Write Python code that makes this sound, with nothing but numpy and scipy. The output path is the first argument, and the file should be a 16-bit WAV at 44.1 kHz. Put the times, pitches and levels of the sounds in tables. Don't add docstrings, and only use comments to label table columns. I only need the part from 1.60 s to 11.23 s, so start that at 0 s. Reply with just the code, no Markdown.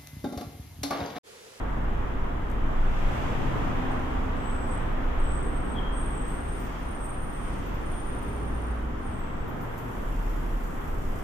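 import sys
import numpy as np
from scipy import signal
from scipy.fft import rfft, irfft, next_fast_len
from scipy.io import wavfile

SR = 44100
rng = np.random.default_rng(int(sys.argv[2]) if len(sys.argv) > 2 else 0)


def transcribe(u):
    v = np.clip(np.atleast_2d(u).T, -1, 1)
    q = np.round(v * 32767).astype(np.int16)
    wavfile.write(sys.argv[1], SR, q)


N = 424683
TIME = np.arange(N) / SR

# (time [s], relative level [dB])
TRAFFIC_LEVEL = [(0.1, -41), (0.2, -42), (0.99, -41.5), (1.96, -38), (2.74, -40.5), (3.42, -39.5),
                 (3.63, -40), (4.6, -41.5), (4.86, -43.5), (8.27, -44), (9.37, -44.5), (9.5, -44.5)]
RUMBLE_LOUDNESS = [(0, -31.5), (0.9, -32), (1.3, -32.5), (2.1, -32), (2.5, -29.5), (3.3, -31.5),
                   (4.1, -34.5), (4.6, -33.5), (5.6, -35.5), (7.45, -33.5), (8.0, -36), (8.7, -37.5),
                   (9.6, -31.5)]
# (frequency [Hz], relative level [dB])
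RUMBLE_COLOUR = [(14, 4.5), (20, 2.5), (25, -1), (33, -6.5), (42, -5.5), (52, -7), (68, -7.5), (80, -11),
                 (90, -17.5)]
DRONE_COLOUR = [(53, -11.5), (90, 0), (123, -0.5), (194, -4), (253, -2.5), (367, -7.5), (500, -13),
                (650, -43), (1100, -120)]
ROAR_COLOUR = [(290, -15), (500, 0), (618, -0.5), (1030, 0), (1280, -1.5), (1900, -10), (2470, -23),
               (4180, -120)]
TREAD_COLOUR = [(720, -9), (790, -3), (870, -14)]
RUSH_COLOUR = [(1120, -23), (1900, -4), (3310, -9.5), (4200, -23), (5460, -57), (9240, -120)]
HISS_COLOUR = [(3700, -62), (4300, 0.5), (5500, 1), (6800, 0), (8000, -3), (10000, -11.5), (13000, -12.5)]
AIR_COLOUR = [(7000, -4), (9500, -4.5), (11000, -1), (12400, 0.5), (14000, -1.5), (15500, -6)]
# (frequency [Hz], side minus middle [dB])
STEREO_WIDTH = [(25, -18.5), (70, -15.5), (160, -9), (330, -4), (650, 1.5), (1400, 0), (12000, 1)]
# (time [s], half length [s], level [dB])
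HEAVY_VEHICLES = [(.6, 0.15, -45), (2.1, 0.24, -38.5), (7.0, 0.42, -42.5), (9.35, 0.36, -46)]
SOFT_SWELLS = [(3.55, 0.18, -73), (4.72, .09, -70), (5.12, 0.2, -65), (6.02, 0.22, -66), (6.6, 0.45, -69.5),
               (8.7, 0.3, -70.5), (9.45, 0.18, -76)]
# (peak time [s], rise [s], fall [s], pitch [Hz], glide [octaves/s], level [dB])
ENGINE_NOTES = [(0.3, 0.24, 0.83, 46.8, -0.078, -32), (1.27, 0.18, .2, 21, -0.013, -23.5),
                (1.8, .3, 0.37, 15, 0, -27), (1.85, 0.32, 0.42, 32, 0, -33.5),
                (1.85, 0.2, 0.2, 103, -0.0045, -42), (1.6, 0.23, 0.22, 112, 0, -44),
                (2.0, 0.55, 0.15, 129.8, 0, -38.5), (2.34, 0.29, 0.5, 256.5, 0, -39),
                (2.76, .3, 0.3, 42.8, -.05, -40), (3.65, 0.64, 0.41, 26, 0, -29.5),
                (4.0, 0.4, 0.6, 252, -.04, -48), (3.8, 0.44, 0.45, 59.8, .02, -35.5),
                (5.2, .25, .2, 56, 0, -45), (4.54, 0.33, 0.84, 40.6, -.03, -34),
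                (6.1, 0.36, 0.42, 43, -0.073, -36), (7.08, 0.42, 0.19, 58.6, -.03, -32),
                (7.08, 0.34, .2, 117.3, 0.033, -49), (7.25, 0.16, 0.14, 230.9, -.02, -43),
                (6.85, 0.55, 0.38, 409, .015, -50.5), (6.65, 0.5, .3, 310, -0.032, -51),
                (8.1, 0.33, 0.22, 118.8, 0, -42.5), (8.85, 0.2, 0.19, 44, -0.14, -37),
                (8.7, 0.18, .3, 34, -.3, -26)]
# (frequency [Hz], relative level [dB])
STEEL_COLOUR = [(3500, -10), (6800, -2), (9800, -6), (12500, -3), (15500, -3)]
# (time [s], relative level [dB], left minus right [dB])
BUMPS = [(4.4391, -71, 1.0), (4.6792, -66, 2.0), (4.7142, -67, 3.0), (4.997, -57, -1.5), (5.0494, -65, 0.5),
         (5.19, -68, 0), (5.44, -63, 2.5), (5.615, -69, -2), (5.715, -66, 0.0), (6.0586, -58, 6.0),
         (6.1414, -58, -1.0), (6.6184, -63, 6.5), (7.5867, -63, 3.5), (7.877, -58, 4), (8.0092, -56, -2.0),
         (8.177, -51, -5), (8.1994, -62, 0.0)]
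# (pitch [Hz], relative level [dB], time to fade by 60 dB [s])
METAL_NOTES = [(10800, -6, 0.07), (12200, -9, 0.06), (14270, 0, .12), (14480, 1, .06)]
# (time [s], relative level [dB], left minus right [dB])
CLOSE_TICKS = [(.901, -41, 7), (.9143, -38.5, 4), (3.975, -47, 0), (4.43, -49, 0), (8.038, -42, 3),
               (8.178, -49, -5), (8.187, -49, 5), (9.005, -48, -8), (9.042, -53, -8), (9.077, -48, -10),
               (9.143, -48, -10), (9.208, -48, -8), (9.586, -50, -5)]
# (peak time [s], rise [s], fall [s], pitch [Hz], level [dB])
SHORT_SQUEAKS = [(2.325, 0.012, .012, 8680, -61), (4.186, 0.019, .009, 3235, -40),
                 (6.38, 0.043, .03, 3260, -59.5)]
# (time [s], pitch [Hz], level [dB])
SLIDING_SQUEALS = [
    [(2.77, 8080, -58), (2.86, 7940, -53), (2.9, 8100, -48), (2.935, 7900, -62), (3.02, 7880, -56),
     (3.062, 8120, -62), (3.125, 8100, -46), (3.2, 8300, -75)],
    [(3.58, 8028, -66), (3.6, 8150, -55), (3.666, 8050, -49), (3.83, 8170, -50), (3.9, 8340, -60),
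     (3.96, 8470, -56.5), (4.1, 8200, -54), (4.15, 8400, -69)],
    [(4.31, 8160, -60), (4.345, 8300, -47), (4.385, 8500, -46), (4.47, 8540, -52), (4.54, 8060, -47),
     (4.7, 8350, -49.5), (4.77, 8500, -57), (4.83, 8370, -54), (4.92, 8480, -56), (5.02, 8500, -64)],
    [(5.38, 8500, -54), (5.415, 8400, -52), (5.442, 8300, -46), (5.5, 8460, -72), (5.7, 8200, -76),
     (5.754, 8520, -51), (5.86, 8550, -64), (6.0, 8480, -74)],
    [(7.46, 8300, -59), (7.532, 8160, -59), (7.638, 7730, -66), (7.7, 7730, -76), (7.83, 7850, -68)],
]
# (start [s], end [s], starting level [dB])
STEADY_SQUEALS = [(3.95, 4.1, -84), (4.316, 4.49, -52), (4.496, 4.68, -66), (4.722, 4.99, -54),
                  (5.222, 5.965, -50.5), (6.242, 7.152, -52), (7.418, 7.494, -53.5)]

PASS_S = 8.36


def undb(db):
    return 10 ** (np.asarray(db) / 20)


def curves(table):
    s, *columns = np.transpose(table)
    return [np.interp(TIME, s, c) for c in columns]


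def gate(start, end, fade):
    return np.clip(np.minimum(TIME - start, end - TIME) / fade + .5, 0, 1)


def swell(s, rise_s, fall_s):
    return np.exp(-.5 * ((TIME - s) / np.where(TIME < s, rise_s, fall_s)) ** 2)


def together(*gains):
    return np.sqrt(sum(g ** 2 for g in gains))


def swells(table):
    return together(*(undb(db) * swell(s, half_s, half_s) for s, half_s, db in table))


def glide(s, hz, octaves_per_s):
    return hz * 2 ** (octaves_per_s * np.clip(TIME - s, -1, 1))


def wobble(rate):
    points = rng.standard_normal(8192)
    return 1.196 * np.interp(TIME * rate, np.arange(len(points)), points)


def pan(db):
    return undb(np.array([[db], [-db]]) / 2)


def add(out, s, sound):
    start = int(s * SR)
    out[:, start:start + sound.shape[-1]] += sound[:, :max(N - start, 0)]


def colour(x, spectrum):
    size = next_fast_len(N, True)
    octave = np.log2(np.maximum(np.fft.rfftfreq(size, 1 / SR), 1))
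    hz, db = np.transpose(spectrum)
    outside = np.abs(octave - np.clip(octave, np.log2(hz[0]), np.log2(hz[-1])))
    gain = undb(np.interp(octave, np.log2(hz), db) - 60 * outside)
    return irfft(rfft(x, size) * gain, size)[..., :N]


def wide_noise(spectrum, flutter_db, flutter_rate):
    width = [(1, STEREO_WIDTH[0][1])] + STEREO_WIDTH + [(SR / 2, 0)]
    middle = colour(rng.standard_normal(N), spectrum)
    side = colour(colour(rng.standard_normal(N), spectrum), width)
    ears = (middle + side * np.array([[1], [-1]])) / np.std(middle)
    return ears * undb(flutter_db * wobble(flutter_rate))


def tone(hz, db, jitter, rate, rough_db):
    phase = 2 * np.pi * np.cumsum(hz * (1 + jitter * wobble(rate))) / SR
    return np.sqrt(2) * np.sin(phase) * undb(db + rough_db * wobble(rate / 2))


def click(ring_s):
    t = TIME[:SR // 30]
    return rng.standard_normal(len(t)) * np.exp(-t / ring_s)


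def underpass(x, echo_s, echo_db, build_s=0.0011):
    t = TIME[:SR]
    tail = rng.standard_normal((2, SR)) * undb(-60 * t / echo_s) * (1 - np.exp(-t / build_s))
    tail /= np.sqrt(np.sum(tail ** 2, axis=1, keepdims=True))
    echoes = signal.fftconvolve(np.broadcast_to(x, (2, N)), tail, axes=1)[:, :N]
    return (x + undb(echo_db) * echoes) / np.sqrt(1 + undb(2 * echo_db))


def traffic_flow(db, follow, usual_db=-42):
    return undb(db + follow * (curves(TRAFFIC_LEVEL)[0] - usual_db))


def close_vehicle(db, peak_s=1.59, fall_db_per_s=7):
    leaving = undb(db - fall_db_per_s * np.maximum(TIME - peak_s, 0))
    return swell(peak_s, rise_s=0.24, fall_s=np.inf) * leaving


def traffic():
    rumble_gain = undb(curves(RUMBLE_LOUDNESS)[0] + 1.2)
    drone_gain = together(traffic_flow(-37.5, follow=0.59), swells(HEAVY_VEHICLES))
    rush_gain = together(traffic_flow(-55, follow=0.82), close_vehicle(-48), swells(SOFT_SWELLS) * undb(9))
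    tread_gain = undb(-48) * swell(2.08, rise_s=0.67, fall_s=0.67)
    rumble = wide_noise(RUMBLE_COLOUR, flutter_db=-0.5, flutter_rate=6.1) * rumble_gain
    drone = wide_noise(DRONE_COLOUR, flutter_db=0.85, flutter_rate=7) * drone_gain
    roar = wide_noise(ROAR_COLOUR, flutter_db=0.5, flutter_rate=9) * traffic_flow(-41.5, follow=0.96)
    rush = wide_noise(RUSH_COLOUR, flutter_db=0.5, flutter_rate=9) * rush_gain
    tread = wide_noise(TREAD_COLOUR, flutter_db=1.5, flutter_rate=8.5) * tread_gain
    return rumble + drone + roar + rush + tread


def hiss():
    whirr = undb(-67.5) * swell(PASS_S, rise_s=0.36, fall_s=np.inf)
    soft = swells(SOFT_SWELLS)
    low_gain = together(traffic_flow(-70, follow=.05), close_vehicle(-61), soft)
    air_gain = together(traffic_flow(-73.5, follow=.05), close_vehicle(-69), soft * undb(-6), whirr)
    low = wide_noise(HISS_COLOUR, flutter_db=.4, flutter_rate=18) * low_gain
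    air = wide_noise(AIR_COLOUR, flutter_db=.4, flutter_rate=40) * air_gain
    return low + air


def engines():
    notes = np.zeros(N)
    for s, rise_s, fall_s, hz, slope, db in ENGINE_NOTES:
        note = tone(glide(s, hz, slope), db, jitter=0.00403, rate=16, rough_db=0.24)
        notes += note * swell(s, rise_s, fall_s)
    return underpass(notes, echo_s=0.99, echo_db=-17)


def tinkles():
    rings, scrapes = np.zeros((2, N)), np.zeros((2, N))
    t = TIME[:SR // 4]
    hz, note_db, fade_s = np.transpose(METAL_NOTES)[:, :, None]
    build = 1 - np.exp(-t / .009)
    chances = rng.standard_normal((len(BUMPS), 2, len(METAL_NOTES), 1))
    for (s, db, pan_db), (detune, strength) in zip(BUMPS, chances):
        notes = np.sin(2 * np.pi * hz * (1 + .004 * detune) * t)
        notes *= undb(note_db + 1.5 * strength - 60 * t / fade_s)
        gain = undb(db) * pan(pan_db)
        add(rings, s, notes.sum(axis=0) * build * gain)
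        add(scrapes, s, click(ring_s=0.011) * gain)
    rattle = rings * undb(10) + colour(scrapes, STEEL_COLOUR) * undb(5)
    nearness = np.exp(-np.abs(TIME - PASS_S) / .8)
    far = underpass(rattle * (1 - nearness), echo_s=0.37, echo_db=1, build_s=.015)
    return far + underpass(rattle * nearness, echo_s=0.11, echo_db=5)


def freewheel():
    catch, close = np.zeros((2, N)), np.zeros((2, N))
    for s, db, pan_db in CLOSE_TICKS:
        add(close, s, click(ring_s=0.0009) * undb(db) * pan(pan_db))
    start_s, clear_s, teeth_per_s = 7.9, 8.26, 29
    teeth = np.arange(start_s, N / SR, 1 / teeth_per_s)
    for s, (late, strength) in zip(teeth, rng.standard_normal((len(teeth), 2))):
        db = -44 + min(24 * (s - clear_s), 1.5 * (s - clear_s))
        add(catch, s + 0.0021 * late, click(ring_s=0.0042) * undb(db + 1.2 * strength) * pan(-3))
    ticks = underpass(catch, echo_s=.4, echo_db=7.5) + underpass(close, echo_s=0.28, echo_db=-3)
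    return colour(ticks, STEEL_COLOUR)


def squeaks():
    chirps = np.zeros(N)
    for s, rise_s, fall_s, hz, db in SHORT_SQUEAKS:
        chirp = tone(glide(s, hz, octaves_per_s=-1.4), db, jitter=.018, rate=380, rough_db=2)
        chirps += chirp * swell(s, rise_s, fall_s)
    return underpass(chirps * pan(5.4), echo_s=1.3, echo_db=-1.5)


def brake():
    sliding, grip = np.zeros(N), np.zeros(N)
    for squeeze in SLIDING_SQUEALS:
        squeal = tone(*curves(squeeze), jitter=.0055, rate=340, rough_db=2)
        sliding += squeal * gate(squeeze[0][0], squeeze[-1][0], fade=0.036)
    sag_db_per_s = 10
    for start, end, db in STEADY_SQUEALS:
        grip += gate(start, end, fade=0.091) * undb(db - sag_db_per_s * np.maximum(TIME - start, 0))
    steady = tone(hz=8895, db=0, jitter=0.0034, rate=150, rough_db=0.5) * grip
    chatter = undb(2.1 * wobble(rate=35))
    return underpass((sliding + steady) * chatter, echo_s=0.46, echo_db=7.5)


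def scene():
    return traffic() + hiss() + engines() + brake() + squeaks() + tinkles() + freewheel()


def record(dry):
    return signal.sosfilt(signal.ellip(10, .2, 80, 15000, fs=SR, output="sos"), dry)


dry = scene()
out = record(dry)
transcribe(out)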